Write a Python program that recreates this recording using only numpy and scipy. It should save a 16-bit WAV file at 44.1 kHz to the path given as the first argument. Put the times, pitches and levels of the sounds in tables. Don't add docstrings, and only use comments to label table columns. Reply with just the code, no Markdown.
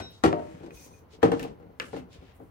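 import sys
import numpy as np
from scipy import signal
from scipy.fft import rfft, irfft, next_fast_len
from scipy.io import wavfile

SR = 44100
rng = np.random.default_rng(int(sys.argv[2]) if len(sys.argv) > 2 else 0)


def bounce(signal):
    frames = np.transpose(np.atleast_2d(signal))
    limited = np.clip(frames, -1, 1)
    pcm = np.round(limited * 32767).astype(np.int16)
    wavfile.write(sys.argv[1], SR, pcm)


def how_loud(loudness_db):
    steps = np.asarray(loudness_db, float) / 20
    return 10 ** steps


N = 110250
TIME = np.arange(N) / SR


def rms_one(x):
    return x / np.sqrt(np.mean(x ** 2) + 1e-20)


def at_hz(points, hz):
    table = np.array(points)
    return np.interp(np.log(hz), np.log(table[:, 0]), table[:, 1])


def drift(rate_hz):
    r = np.exp(-80 * np.pi * rate_hz / SR)
    slow = signal.lfilter([1], [1, -2 * r, r * r], rng.standard_normal(N // 40 + 2002))[2000:]
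    return np.interp(np.arange(N) / 40, np.arange(len(slow)), rms_one(slow))


def ring(clicks, hz, t60_s):
    r = how_loud(-60 / (t60_s * SR))
    w = 2 * np.pi * hz / SR
    return signal.lfilter([0, np.sin(w)], [1, -2 * r * np.cos(w), r * r], clicks + 1e-18)


def train(times_s, gains):
    out = np.zeros(N)
    places = np.clip((np.asarray(times_s) * SR).astype(int), 0, N - 1)
    np.add.at(out, places, gains)
    return out


def grains(per_s, uneven_db):
    sizes = how_loud(uneven_db * np.minimum(rng.exponential(1, N), 4)) * rng.choice([-1, 1], N)
    return sizes * (rng.random(N) < per_s / SR)


# hz, likeness_0_to_1
LIKENESS = [(50, 0.73), (300, 0.7), (1000, 0.16), (4000, 0.16), (12000, 0)]


def banded(spectrum, envelope):
    out, power = 0, 0
    edges = 34 * 2 ** np.arange(0, 9.1, .5)
    white = rng.standard_normal((2, 2, N))
    for k, (low, high) in enumerate(zip(edges, edges[1:])):
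        hz = np.sqrt(low * high)
        if spectrum[0][0] / 1.5 < hz:
            band = signal.butter(2, [low, high], "band", fs=SR, output="sos")
            mid, side = signal.sosfilt(band, white[k % 2])
            alike = np.clip(at_hz(LIKENESS, hz), 0, 1)
            gain = how_loud(at_hz(spectrum, hz))
            level = gain * envelope(hz)
            out = out + level * (np.sqrt(1 + alike) * mid + np.sqrt(1 - alike) * side * [[1], [-1]])
            power += 2 * gain ** 2 * np.mean(mid ** 2)
    return out / np.sqrt(power)


def struck(events, modes, contact_s, level_db):
    spread_db = 1.0
    start_s, peak_db = np.transpose(events)[:2]
    luck = rng.standard_normal((len(start_s), 14, 3))
    out = np.zeros((2, N))
    for k, (hz, mode_db, t60_s) in enumerate(modes):
        luck_db = spread_db * (luck[:, k, 0] + luck[:, k, 1:].T)
        gain = how_loud(peak_db + mode_db + level_db + luck_db)
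        swell_s = contact_s * 400 / hz + 1 / hz
        clicks = np.array([train(start_s, g) for g in gain])
        force = ring(clicks, hz, swell_s * np.log(1000)) * 2 / (swell_s * SR)
        out += ring(force, hz, t60_s)
    return out


# hz, t60_s
DYING = [(80, 0.69), (300, 0.36), (1000, 0.2), (3000, 0.19), (8000, 0.18), (15000, 0.098)]


def crack(events, spectrum, level_db):
    snap_t60_s, snap_db, snap_rise_s, body_rise_cycles = .014, 6, .0003, 0.45
    start_s, peak_db, bright_db = np.transpose(events)
    lumps = how_loud(1.5 * drift(60))

    def decay(power, t60_s):
        return signal.lfilter([1], [1, -how_loud(-120 / (t60_s * SR))], power)

    def envelope(hz):
        rise = np.exp(-1 / ((snap_rise_s + body_rise_cycles / hz) * SR))
        share = np.clip(np.log2(hz / 1200) / 1.57, 0, 1)
        blow_db = peak_db + level_db + share * (bright_db - bright_db[0])
        power = signal.lfilter([1 - rise], [1, -rise], train(start_s, how_loud(2 * blow_db)) + 1e-18)
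        tail = decay(power, at_hz(DYING, hz))
        snap = decay(power, snap_t60_s)
        return np.sqrt(tail + how_loud(2 * snap_db) * np.clip(hz / 1500, 0, 1) * snap) * lumps

    return banded(spectrum, envelope)


# start_s, peak_db, brightness_db
KNOCKS_FULL = [
    (.2375, -6, -27),
    (.3275, -24, -39),
]
KNOCKS_EMPTY = [
    (1.229, -6.5, -33),
    (1.3174, -14.5, -34),
]
# hz, level_db, t60_s
BOWL_FULL = [(103, -19, 0.3), (170, -11.5, 0.13), (280, -17, 0.26), (323.6, 2, 0.16), (387.8, -7.5, .25),
             (479, -1, 0.084), (673, -19, 0.09), (767, -5.5, 0.058), (1128, -14, 0.11), (1334, -8, 0.1),
             (1520, -31, 0.053), (1890, -27, 0.22)]
BOWL_EMPTY = [(107, -14, 0.16), (174.8, -18, 0.43), (219, -27, 0.23), (276.2, -5.5, 0.17),
              (314.2, -4.5, 0.19), (464, -33, 0.061), (463, 2, 0.13), (557.2, -12.5, 0.2),
              (740.3, -11, 0.1), (798.5, -7, 0.094), (970, -18, 0.14), (1245, -18, 0.15),
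              (1794, -13, 0.035), (3264, -22.5, 0.066)]
CONTACT_S, KNOCK_DB = .002, -2.5


def knocks():
    full = struck(KNOCKS_FULL, BOWL_FULL, CONTACT_S, KNOCK_DB)
    return full + struck(KNOCKS_EMPTY, BOWL_EMPTY, CONTACT_S, KNOCK_DB)


# start_s, peak_db, brightness_db
NUDGES = [(0.393, -31.5, -34.5), (.632, -39.5, -29), (0.661, -41, -24.5), (1.422, -30.5, -35),
          (1.448, -29, -53), (1.598, -42.5, -37), (1.626, -46, -39), (1.931, -27, -33), (1.964, -30, -29),
          (2.4, -40.5, -50), (2.42, -49.5, -58)]


def nudges():
    hand_damping = 0.57
    modes = [(hz, db / 2, hand_damping * t60_s) for hz, db, t60_s in BOWL_EMPTY[1:10]]
    return struck(NUDGES, modes, CONTACT_S, -2.5)


# start_s, peak_db, brightness_db
EARLIER_KNOCK = [
    (0, -27, -23.5),
]
# hz, density_db_per_hz
CRACK = [(40, -48), (100, -22), (300, -15), (600, -16), (1500, -25.5), (3100, -32.5), (8000, -43.5),
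         (16000, -58)]


def knock_cracks():
    return crack(KNOCKS_FULL + KNOCKS_EMPTY + NUDGES + EARLIER_KNOCK, CRACK, -12.5)


# start_s, peak_db
RIM_KNOCKS = [
    (.24, -25),
    (.328, -23),
]
# hz, level_db, t60_s
RIM = [(441, -10, .25), (720, -2, .15), (1281, -14, .15), (598, -5, .6), (926, -12, .45)]
TAP_CONTACT_S = .0003


def rim():
    return struck(RIM_KNOCKS, RIM, TAP_CONTACT_S, 0)


# hz, level_db, t60_s, swell_s
STEEL = [(781, -6, .2, .01), (1502, 0, .22, .005), (2476, -5, .17, .003), (3822, 3, .45, .015),
         (7865, -11, .12, .003), (5529, 1, .32, .026), (4110, -5, .1, .006)]


def steel():
    level_db, beat_hz = -44, 11.0
    out = 0
    for k, (hz, db, t60_s, swell_s) in enumerate(STEEL):
        beat = 1 + 0.3 * np.sin(2 * np.pi * beat_hz * TIME + k)
        swell = 1 - np.exp(-(TIME / swell_s) ** 2)
        out = out + how_loud(level_db + db - 60 * TIME / t60_s) * np.sin(2 * np.pi * hz * TIME) * beat * swell
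    return out


# time_s, level_db
FLOUR = [(.7, -84.5), (.75, -57.5), (.86, -55), (.9, -65.5), (.99, -66), (1.05, -88)]
# hz, density_db_per_hz
FLOUR_COLOUR = [(1500, -31), (2500, -26), (4200, -3.5), (6000, -15), (8000, -5.5), (12000, -13),
                (16000, -4.5)]
# hz, width_hz, level_db
FLOUR_RINGS = [(2420, 200, -9.5), (6130, 250, -1.5), (8800, 370, -12), (990, 120, -12)]


def flour():
    hiss = banded(FLOUR_COLOUR, lambda hz: how_loud(2.8 * drift(24)))
    grit = rng.standard_normal((2, N)) * how_loud(2.1 * drift(40))
    for hz, width_hz, db in FLOUR_RINGS:
        hiss = hiss + how_loud(db) * rms_one(ring(grit, hz, 1.6 / width_hz))
    return hiss * how_loud(np.interp(TIME, *np.transpose(FLOUR), left=-120, right=-120))


# start_s, peak_db, brightness_db
TAPS = [
    (0.7073, -52, -22),
    (0.7764, -64, -11),
    (1.395, -36.5, -15),
    (1.4288, -39.5, -11),
    (1.799, -22, -30),
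    (1.9748, -47, -14.5),
]
# hz, level_db, t60_s
SPOON = [(500, 0, .04), (1308, -1, .06), (1717, 2, .05), (2050, 1, .03), (2300, 1, .03), (2487, -3, .05),
         (2680, 2, .03), (2900, 2, .03)]
# hz, density_db_per_hz
TAP_CRACK = [(150, -11), (480, -4.5), (800, -20.5), (1300, -4.5), (2600, -8), (4000, -17.5), (11000, -27),
             (16000, -21.5)]


def taps():
    return struck(TAPS, SPOON, TAP_CONTACT_S, -8.5)


def tap_cracks():
    return crack(TAPS, TAP_CRACK, -9.5)


# peak_s, half_length_s, level_db, centre_hz
SCRAPES = [(0.111, 0.013, -59.5, 13500), (0.126, 0.072, -62, 4630), (0.495, 0.2, -59, 2270),
           (0.654, 0.023, -67, 3650), (1.14, 0.029, -58.5, 4060), (0.464, 0.16, -68, 5700),
           (2.428, 0.067, -77.5, 14100), (1.227, 0.008, -44, 1350), (0.232, 0.0025, -52, 1300),
           (1.378, 0.1, -60, 5000), (1.866, 0.049, -60, 8000), (1.948, 0.032, -56.5, 4100),
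           (2.142, 0.031, -57.5, 3900), (2.272, 0.1, -64, 2920), (2.36, 0.024, -68.5, 12600),
           (2.46, 0.068, -80, 14000)]


def scrapes():
    grits_per_s, uneven_db = 11000, 4.3
    grit = np.array([grains(grits_per_s, uneven_db) for side in range(2)])
    out = 0
    for peak_s, half_s, db, hz in SCRAPES:
        band = signal.butter(1, [hz / 2.32, min(hz * 1.46, 20000)], "band", fs=SR, output="sos")
        rasp = rms_one(signal.sosfilt(np.r_[band, band], grit))
        out = out + rasp * how_loud(db) * np.exp(-((TIME - peak_s) / half_s) ** 2)
    return out


# start_s, peak_db, centre_hz
TICKS = [(.2372, -31, 3500), (.241, -21, 1000), (.3288, -20, 750), (.5177, -57, 4000), (.6624, -56, 4000),
         (.7072, -44, 1100), (.7342, -55, 6000), (.7527, -52, 6000), (1.1288, -52, 4200),
         (1.2292, -36, 7000), (1.2335, -35, 11000), (1.3176, -38, 8000), (1.3322, -43, 10000),
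         (1.3952, -39, 5000), (1.3965, -46, 14000), (1.4292, -31, 11000), (1.7993, -20, 2400),
         (1.9155, -54, 4500), (1.9425, -51, 5000), (1.9714, -46, 4500), (2.1316, -49, 4200),
         (2.3555, -58, 11000), (2.3979, -59, 13000), (2.4374, -62, 13000)]


def ticks():
    span, level_db = 1.8, 4.5
    out = 0
    for start_s, db, hz in TICKS:
        band = signal.butter(2, [hz / span, min(hz * span, 19000)], "band", fs=SR, output="sos")
        pulse = signal.sosfilt(band, np.eye(1, 600)[0])
        out = out + np.convolve(train([start_s], how_loud(db + level_db)), pulse / np.abs(pulse).max())[:N]
    return out


# start_s, level_db, pitch_hz, t60_s
PINGS = [(.706, -50, 2480, .07), (.771, -51, 2480, .09), (.875, -48, 1000, .05), (.91, -49, 1000, .07),
         (.713, -43, 330, .08), (.633, -35, 335, .17), (.817, -50, 480, .08), (1.13, -49, 430, .1),
         (1.396, -37, 1800, .07), (1.518, -40, 275, .1), (1.6, -42, 474, .2), (1.932, -29, 380, .09),
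         (1.943, -46, 1800, .06), (1.961, -32, 300, .09), (1.978, -35, 250, .09), (2.213, -50, 480, .1),
         (.327, -28, 700, .25), (.255, -25, 610, .2), (.239, -23, 1085, .1), (.24, -34, 2450, .1),
         (.24, -38, 4600, .1), (.274, -36, 1900, .08), (.385, -33, 640, .2), (.48, -40, 322, .3),
         (.935, -57, 2480, .12), (1.995, -39, 190, .15)]


def pings():
    swell_cycles = 2.5
    out = 0
    for start_s, db, hz, t60_s in PINGS:
        t = np.clip(TIME - start_s, 0, None)
        swell = 1 - np.exp(-t * hz / swell_cycles)
        out = out + how_loud(db - 60 * t / t60_s) * swell * np.sin(2 * np.pi * hz * t)
    return out


# time_s, level_db
HANDLING = [(0, -50), (.2, -66), (.45, -43.5), (.66, -40.5), (.85, -52), (1.1, -58), (1.2, -43),
            (1.45, -32), (1.58, -51.5), (1.66, -49), (1.9, -55), (2.02, -47), (2.08, -55), (2.2, -45.5),
            (2.32, -66), (2.43, -47), (2.5, -68)]


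def handling():
    rubs_per_s, level_db = 190, -5.5
    rubs = np.array([signal.lfilter([1], [1, -.9], grains(rubs_per_s * how_loud(6.9 * drift(17)), 2.7))
                     for part in range(3)])
    body = 0
    for hz, db, t60_s in BOWL_EMPTY[:11] + BOWL_FULL[4:7]:
        body = body + ring(rubs, hz, .5 * t60_s) * how_loud(0.51 * db)
    rumble = rms_one(body[0] + 0.22 * body[1:])
    return rumble * how_loud(level_db + np.interp(TIME, *np.transpose(HANDLING)))


# start_s, level_db, pitch_hz
BUMPS = [
    (.0, -32.5, 94),
    (0.251, -23.5, 76),
    (.54, -33, 172),
    (2.001, -36, 182),
    (2.183, -36, 71),
    (.74, -40, 60.5),
]


def bumps():
    t60_s = 0.11
    soft = signal.windows.hann(200) / 100
    return sum(ring(np.convolve(train([start_s], how_loud(db)), soft)[:N], hz, t60_s) for start_s, db, hz in BUMPS)


def kitchen(x):
    t60_s, wall_cut_hz = 0.31, 8700
    size = next_fast_len(N + SR)
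    w = 2 * np.pi * np.arange(size // 2 + 1) / size
    dull = 1 / (1 + 1j * w * SR / (2 * np.pi * wall_cut_hz))
    lags_s = rng.uniform(.009, .035, 16)
    loops = [how_loud(-60 * lag / t60_s) * dull * np.exp(-1j * w * lag * SR) for lag in lags_s]
    sides = [sum((-1) ** k * g / (1 - g) for k, g in enumerate(loops[side::2])) for side in range(2)]
    return irfft(rfft(x, size) * np.array(sides), size)[:, :N]


# hz, density_db_per_hz
FLOOR = [(25, -22), (76, 2.5), (230, -14.5), (500, -14), (1000, -18.5), (4000, -39.5), (9000, -53),
         (16000, -36.5)]


def floor():
    return how_loud(-56) * banded(FLOOR, lambda hz: how_loud(0.5 * drift(14)))


def place_left(near):
    pan_db, lag_s, shade_hz, shade = 4, .00045, 5000, .24
    left, right = near * how_loud([[pan_db / 2], [-pan_db / 2]])
    high = signal.butter(1, shade_hz, "high", fs=SR, output="sos")
    treble = shade * signal.sosfilt(high, [left, right])
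    left, right = left - treble[0], right + treble[1]
    return np.array([left, np.pad(right, (int(lag_s * SR), 0))[:N]])


def scene():
    blows = knocks() + taps() + rim() + steel() + nudges()
    near = blows + knock_cracks() + tap_cracks() + handling() + flour() + scrapes() + ticks() + pings()
    return place_left(near) + floor() + how_loud(-18) * kitchen(near.mean(axis=0)) + bumps()


def roll_off(x):
    return signal.sosfilt(signal.butter(12, 16870, fs=SR, output="sos"), x)


def record(dry):
    top, low_hz, notch_hz, notch_width_hz, cutoff_hz = 0.71, 47.3, 13050, 1500, 16250
    edges_hz = [notch_hz - notch_width_hz / 2, notch_hz + notch_width_hz / 2]
    chain = np.r_[signal.butter(3, low_hz, "high", fs=SR, output="sos"),
                  signal.butter(2, edges_hz, "stop", fs=SR, output="sos"),
                  signal.cheby2(12, 60, cutoff_hz * 1.03, fs=SR, output="sos")]
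    mix = signal.sosfilt(chain, top * np.tanh(dry / top))
    return roll_off(mix)


dry = scene()
out = record(dry)
bounce(out)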